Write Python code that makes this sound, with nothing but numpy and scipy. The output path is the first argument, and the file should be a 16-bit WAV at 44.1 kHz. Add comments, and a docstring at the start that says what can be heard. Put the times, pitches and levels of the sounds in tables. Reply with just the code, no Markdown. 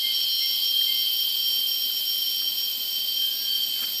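"""A loud, throbbing cicada drone fills a forest, at about 3 kHz. Around this near singer, neighbours
throb, and one cicada holds a slowly rising whine that fades in and out among the trees. One rasps, two
buzz, and a high sizzle and a far chorus hiss behind. Cicadas sing by clicking tymbals, small drums on
the body; the belly pumps the sound to make it throb. A bird whistles three times and another holds a
faint low note. Dry leaves on the ground tick, and rustle once near the end."""
import sys
import numpy as np
from scipy import signal
from scipy.fft import rfft, irfft
from scipy.io import wavfile

SR = 44100
rng = np.random.default_rng(int(sys.argv[2]) if len(sys.argv) > 2 else 0)


def wav_out(sig):
    """Save sig, one row per channel (or a flat mono array), as 16-bit PCM at SR to the path in sys.argv[1]."""
    wavfile.write(sys.argv[1], SR, np.round(np.clip(np.atleast_2d(sig).T, -1, 1) * 32767).astype(np.int16))


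N = 176400
T = np.arange(N) / SR  # time of each sample [s]
HZ = np.fft.rfftfreq(N, 1 / SR)  # frequency of each slot in a spectrum [Hz]


def amp(db):
    """Turns decibels into a number to multiply by."""
    return 10 ** (np.asarray(db) / 20)


def unit(x):
    """Scales a signal to an average strength (rms) of 1."""
    return x / np.sqrt(np.mean(abs(x) ** 2) + 1e-20)


def curve(rows, column=1):
    """One column of a table, joined by straight lines in time."""
    rows = np.array(rows)
    return np.interp(T, rows[:, 0], rows[:, column])


def colour(points, hz):
    """Reads from a table how strong the given frequencies are."""
    table_hz, db = np.transpose(points)
    return amp(np.interp(np.log(hz + 1), np.log(table_hz + 1), db))


def noise(gain):
    """A hiss of strength 1, shaped by a gain for each frequency."""
    return unit(irfft(rfft(rng.standard_normal(N)) * gain, N))


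def drift(rate_hz):
    """A smooth random wobble of strength 1, up to about this fast."""
    return noise(np.exp(-.5 * (HZ / rate_hz) ** 2) * (HZ > 0))


def phase(hz):
    """The growing angle of a wave at this pitch, from a random start."""
    return 2 * np.pi * (np.cumsum(hz * np.ones(N)) / SR + rng.random())


def ring(hz, width_hz):
    """Many tymbals ringing out of step around one pitch."""
    angle = phase(hz)
    return drift(width_hz) * np.cos(angle) + drift(width_hz) * np.sin(angle)


def throbbing(hz, rate_hz, depth, bend=0):
    """A tymbal tone that the belly pumps in level and, with bend, in pitch."""
    beat = np.cos(phase(rate_hz + .3 * drift(5)))
    return unit(np.exp(depth * beat) * np.sin(phase(hz) + bend * beat))


def forest_echo(x, fade_s=.63, delay_s=.023):
    """A blurred echo from trunks and leaves, falling 60 dB in fade_s."""
    t = T[:SR]
    tail = rng.standard_normal(SR) * amp(-60 * t / fade_s) * (t > delay_s)
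    return signal.fftconvolve(x, tail / np.linalg.norm(tail))[:N]


# Tone colour of the forest's hush (frequency [Hz], relative level [dB])
AIR_COLOUR = [(20, -17), (50, -10.5), (110, -6.5), (190, -4), (255, 2.5), (360, -2), (700, -4),
              (1400, -6.5), (2200, -2), (6000, -1), (6700, 2), (7350, -3.5), (7800, 7), (8400, -1.5),
              (10000, -1), (11200, -5.5), (12300, -3.5), (12650, 9), (13000, 5), (13900, 9.5), (14400, 3),
              (14750, -16), (15500, -12)]

def forest_air(level_db=-41):
    """A soft, nearly steady hush."""
    return noise(colour(AIR_COLOUR, HZ)) * amp(level_db + .5 * drift(10))


def clicks(rate_hz):
    """One sharp tymbal click in every cycle."""
    samples_from_click = (phase(rate_hz) / (2 * np.pi) % 1 - .5) * SR / rate_hz
    return np.exp(-.5 * samples_from_click ** 2)


# Tone colour of the far chorus (frequency [Hz], relative level [dB])
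CHORUS_COLOUR = [(1800, -32.5), (2300, -24), (2520, -10), (2930, -13.5), (3040, 7), (3200, 10),
                 (3310, -13.5), (3430, -2.5), (3650, -8), (4020, 1), (4280, 2), (4430, -0.5), (4750, 0),
                 (5330, -2.5), (5470, -9), (5720, -9.5), (5920, -27), (6600, -45)]
# Its loudness (time [s], level before the boost [dB])
CHORUS_LEVEL = [(0, -33), (1.1, -32), (3.2, -34), (4, -34.5)]

def far_chorus(count=7, middle_rate_hz=170, blur=.8, boost_db=.5):
    """Distant cicadas, each clicking at its own slowly gliding rate, over the blur of many more."""
    singers = rng.uniform(-1, 1, (count, 2))
    clicking = sum(clicks(middle_rate_hz * np.exp(.3 * pace + .004 * glide * T))
                   for pace, glide in singers)
    body = colour(CHORUS_COLOUR, HZ)
    voices = unit(irfft(rfft(clicking) * body, N))
    crowd = unit(unit(voices + forest_echo(voices)) + blur * noise(body))
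    return crowd * amp(curve(CHORUS_LEVEL) + boost_db + .5 * drift(14))


# Ticks in dry leaves (start [s], level [dB], centre frequency [Hz], width [octaves])
LEAF_TICKS = [(0.383, -37, 9600, 0.56), (.646, -32, 10000, 0.64), (0.813, -42.5, 1960, 0.14),
              (.815, -41, 9500, .15), (1.9, -48, 1450, .25), (2.057, -38, 11500, .15),
              (2.419, -45, 1470, 0.16)]
# Overlapping bursts that make one rustle (peak time [s], spread [s], level [dB])
RUSTLE_BURSTS = [(3.831, .009, -36), (3.846, .005, -38.5), (3.81, .06, -49.5), (3.884, .008, -45)]
# Tone colour of the rustle (frequency [Hz], relative level [dB])
RUSTLE_COLOUR = [(100, -22), (220, 7), (400, -6), (1100, -2), (1650, 10.5), (1900, -1), (2250, 10.5),
                 (3200, -10), (6500, -5), (12000, -2), (15000, -12)]

def leaf_litter(tick_decay_s=.005, grain_db=3, echo=.14):
    """Fallen leaves give short dry ticks and a grainy rustle."""
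    out = np.zeros(N)
    for start, db, hz, octaves in LEAF_TICKS:
        hiss = noise(np.exp(-.5 * (np.log2((HZ + 1) / hz) / octaves) ** 2))
        out += amp(db) * hiss * (T >= start) * np.exp(-abs(T - start) / tick_decay_s)
    for peak, spread, db in RUSTLE_BURSTS:
        grains = unit(noise(colour(RUSTLE_COLOUR, HZ)) * amp(grain_db * drift(200)))
        out += amp(db) * grains * np.exp(-.5 * ((T - peak) / spread) ** 2)
    return out + echo * forest_echo(out)


# Three short whistles and a long low one (start [s], length [s], level [dB], pitch [Hz])
BIRD_NOTES = [(0.018, 0.054, -41.5, 2117), (0.402, 0.051, -41.5, 2128), (0.864, 0.047, -43, 2124),
              (3.195, 0.39, -59, 1626)]

def birds(scoop=.018, scoop_s=.01, rise_s=.024, fade_s=.04, echo=.55):
    """Pure notes that scoop up to pitch and linger among the trees."""
    out = np.zeros(N)
    for start, length, db, hz in BIRD_NOTES:
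        age = np.maximum(T - start, 0)
        rise = np.minimum(age / rise_s, 1)
        fade = np.exp(-np.maximum(age - length, 0) / fade_s)
        pitch = hz * (1 - scoop * np.exp(-age / scoop_s))
        out += amp(db) * rise * fade * unit(np.sin(phase(pitch)))
    return out + echo * forest_echo(out)


def buzz(rate_hz, body, waver_db, even_db=0):
    """Multiples of a tymbal's click rate ring in the body; each wavers on its way through the trees."""
    lowest, highest = int(body[0][0] / rate_hz[0]), int(body[-1][0] / rate_hz[0]) + 2
    out = np.zeros(N)
    for k in range(lowest, highest + 1):
        overtone = colour(body, k * rate_hz) * np.sin(phase(k * rate_hz))
        out += overtone * amp(waver_db * drift(3.7) + even_db * (k % 2 == 0))
    return unit(out)


# How the thin buzzer's body rings (frequency [Hz], relative level [dB])
THIN_BODY = [(6400, -25), (6770, -1), (7130, -0.5), (7480, 3), (7840, 0.5), (8200, 1), (8550, -2.5),
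             (8910, -23), (9270, -52), (9700, -12)]

def thin_buzz(click_hz=356.4, level_db=-51.5):
    """A cicada clicks fast and evenly, making a faint, high buzz."""
    rate_hz = click_hz * (1 + .00087 * drift(38))
    return amp(level_db) * buzz(rate_hz, THIN_BODY, waver_db=3.5)


# Loudness of the slowing buzz (time [s], level [dB])
SLOWING_LEVEL = [(0, -36), (.5, -35), (.9, -39), (1.4, -48), (4, -54)]
# How this cicada's body rings (frequency [Hz], relative level [dB])
SLOWING_BODY = [(3500, -16), (4000, 0), (4280, 3), (4600, -6), (5200, -1), (5500, -16)]

def slowing_buzz(first_click_hz=150.5, slowing_per_s=.068):
    """A cicada clicks ever more slowly, so its buzz sinks as it dies away."""
    rate_hz = first_click_hz * np.exp(-slowing_per_s * T) * (1 + .0005 * drift(30))
    return amp(curve(SLOWING_LEVEL)) * buzz(rate_hz, SLOWING_BODY, waver_db=3, even_db=-6)


# The sizzle's two tones, before their trims
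# (time [s], top pitch [Hz], top level [dB], lower level [dB])
SIZZLE_TONES = [(0, 13200, -39.5, -49), (.35, 13700, -36.5, -47.5), (1.2, 13640, -33.5, -45),
                (2.1, 13470, -34, -45), (2.35, 13560, -35.5, -45), (3, 13620, -35, -55),
                (4, 13400, -36, -64)]

def sizzle(top_trim_db=.5, lower_trim_db=-3.5, flutter_db=2):
    """Third and fourth overtones of a fluttering group of tymbals; the nearest adds clear tones."""
    top_hz = curve(SIZZLE_TONES)
    lower_hz = top_hz * 3 / 4
    wobble_hz = 25 * drift(6.14)
    group = unit(ring(top_hz, width_hz=190) * amp(flutter_db * drift(90)))
    nearest = throbbing(top_hz + wobble_hz, rate_hz=135, depth=.3, bend=1.4)
    top = unit(group + 1.1 * nearest)
    lower = unit(ring(lower_hz, width_hz=93) + np.sin(phase(lower_hz + wobble_hz)))
    return (top * amp(curve(SIZZLE_TONES, column=2) + top_trim_db)
            + lower * amp(curve(SIZZLE_TONES, column=3) + lower_trim_db))


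# Loudness of the rasp (time [s], level before the boost [dB])
RASP_LEVEL = [(0, -42.5), (1.55, -40.5), (1.7, -43.5), (2.75, -46), (3.1, -38.5), (3.25, -48.5),
              (3.52, -37), (4, -44)]

def rasping_cicada(pitch_hz=4545, boost_db=4):
    """A rough, unsteady tone that comes and goes."""
    tone = np.sin(phase(pitch_hz + 18 * drift(27.3)))
    roughness = .5 * ring(pitch_hz, width_hz=19.5)
    return amp(curve(RASP_LEVEL) + boost_db) * unit(tone + roughness)


# Moments when the whine fades among the trees (time [s], level until the next dip [dB])
WHINE_DIPS = [(-.05, -40), (.11, -32), (.27, -31), (.6, -30), (.74, -35), (.91, -34), (1.11, -33),
              (1.27, -33), (1.34, -33), (1.64, -32), (1.9, -30), (2.02, -33.5), (2.53, -32), (2.68, -34),
              (2.77, -38), (2.87, -37), (3.04, -38), (3.28, -36), (3.51, -37), (3.61, -35), (3.72, -42),
              (3.79, -37), (3.92, -37)]
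# Its slowly rising pitch (time [s], pitch [Hz])
WHINE_PITCH = [(0, 5497), (4, 5578)]

def whining_cicada(dip_s=.038, bend_hz=6, jitter_hz=3, ring_db=-49):
    """A held, slowly rising whine; it dips when its different paths through the trees cancel out."""
    dip_times, levels = np.transpose(WHINE_DIPS)
    from_dip_s = abs(T[:, None] - dip_times).min(1)
    fading = np.tanh(.12 + (from_dip_s / dip_s) ** 2)  # near 0 in a dip, up to 1 between dips
    hz = curve(WHINE_PITCH) + bend_hz * (fading - 1) + jitter_hz * drift(55)
    db = levels[np.searchsorted(dip_times, T) - 1] + 2 * drift(10.7)
    tone = amp(db) * fading * unit(np.sin(phase(hz)))
    return tone + amp(ring_db) * ring(curve(WHINE_PITCH), width_hz=23.3)


# Faint tones; the third is the whine's side tone (first pitch [Hz], last pitch [Hz], throb rate [Hz])
FAINT_TONES = [(3056, 3074, 39), (3350, 3540, 62), (5190, 5285, 105), (13500, 14120, 70)]
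# The same tones at peak_s (level [dB], throb depth [no unit])
FAINT_LEVELS = [(-35, 0.56), (-50.5, .27), (-47, 0.31), (-50, .3)]

def faint_throbs(jitter_hz=1.33, waver_db=2.5, peak_s=1, fade_db_per_s=2):
    """Faint throbbing, rising tones: neighbouring cicadas and a side tone just below the whine."""
    out = np.zeros(N)
    for (first_hz, last_hz, rate_hz), (db, depth) in zip(FAINT_TONES, FAINT_LEVELS):
        hz = np.linspace(first_hz, last_hz, N) + jitter_hz * drift(16)
        out += amp(db) * unit(throbbing(hz, rate_hz, depth) * amp(waver_db * drift(2.9)))
    return out * amp(-fade_db_per_s * abs(T - peak_s))


# The near cicada's slowly sinking pitch (time [s], pitch [Hz])
NEAR_PITCH = [(0, 3191), (.9, 3179), (2, 3166), (3, 3155), (4, 3151)]
# Loudness of its three main tones (time [s], lower [dB], middle [dB], upper [dB])
NEAR_LEVELS = [(0.0, -32.0, -29.5, -32.5), (0.54, -36.0, -41.0, -31.0), (0.78, -28.5, -22.5, -29.5),
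               (0.96, -29.0, -23.0, -40.5), (1.38, -33.0, -31.0, -28.5), (1.44, -28.0, -27.0, -34.5),
               (1.98, -33.0, -30.0, -35.5), (2.7, -41.5, -27.5, -32.0), (2.82, -37.5, -37.0, -37.5),
               (3.24, -35.0, -26.0, -33.5), (3.36, -42.0, -39.5, -35.5), (3.54, -33.0, -30.0, -27.5),
               (3.98, -35.0, -47.0, -39.0)]

def near_cicada(throb_hz=39, outer_db=-44, waver_db=1.3, skew=.9, echo=.25):
    """Five tones, throb_hz apart, blend into one loud throb; each fades on its own among the trees."""
    middle = phase(curve(NEAR_PITCH) + drift(7.4))
    beat = phase(throb_hz + .3 * drift(5))
    levels = [outer_db, curve(NEAR_LEVELS, 1), curve(NEAR_LEVELS, 2), curve(NEAR_LEVELS, 3), outer_db]
    song = np.zeros(N)
    for step, db in enumerate(levels, -2):
        tone = np.sin(middle + step * beat + skew * step ** 2)  # skew keeps the peaks from lining up
        song += amp(db + waver_db * drift(7.5)) * tone
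    return song + echo * forest_echo(song)


def scene():
    """All the voices of the forest, heard from one spot."""
    singers = near_cicada() + faint_throbs() + whining_cicada() + rasping_cicada()
    background = sizzle() + slowing_buzz() + thin_buzz() + far_chorus() + forest_air()
    return (singers + background + birds() + leaf_litter())[None]


def record(dry, cutoff_hz=15150):
    """Cuts away the very highest treble."""
    low_pass = signal.firwin(511, cutoff_hz, window=("kaiser", 9), fs=SR)
    return signal.oaconvolve(dry, low_pass[None], "same")


dry = scene()
out = record(dry)
wav_out(out)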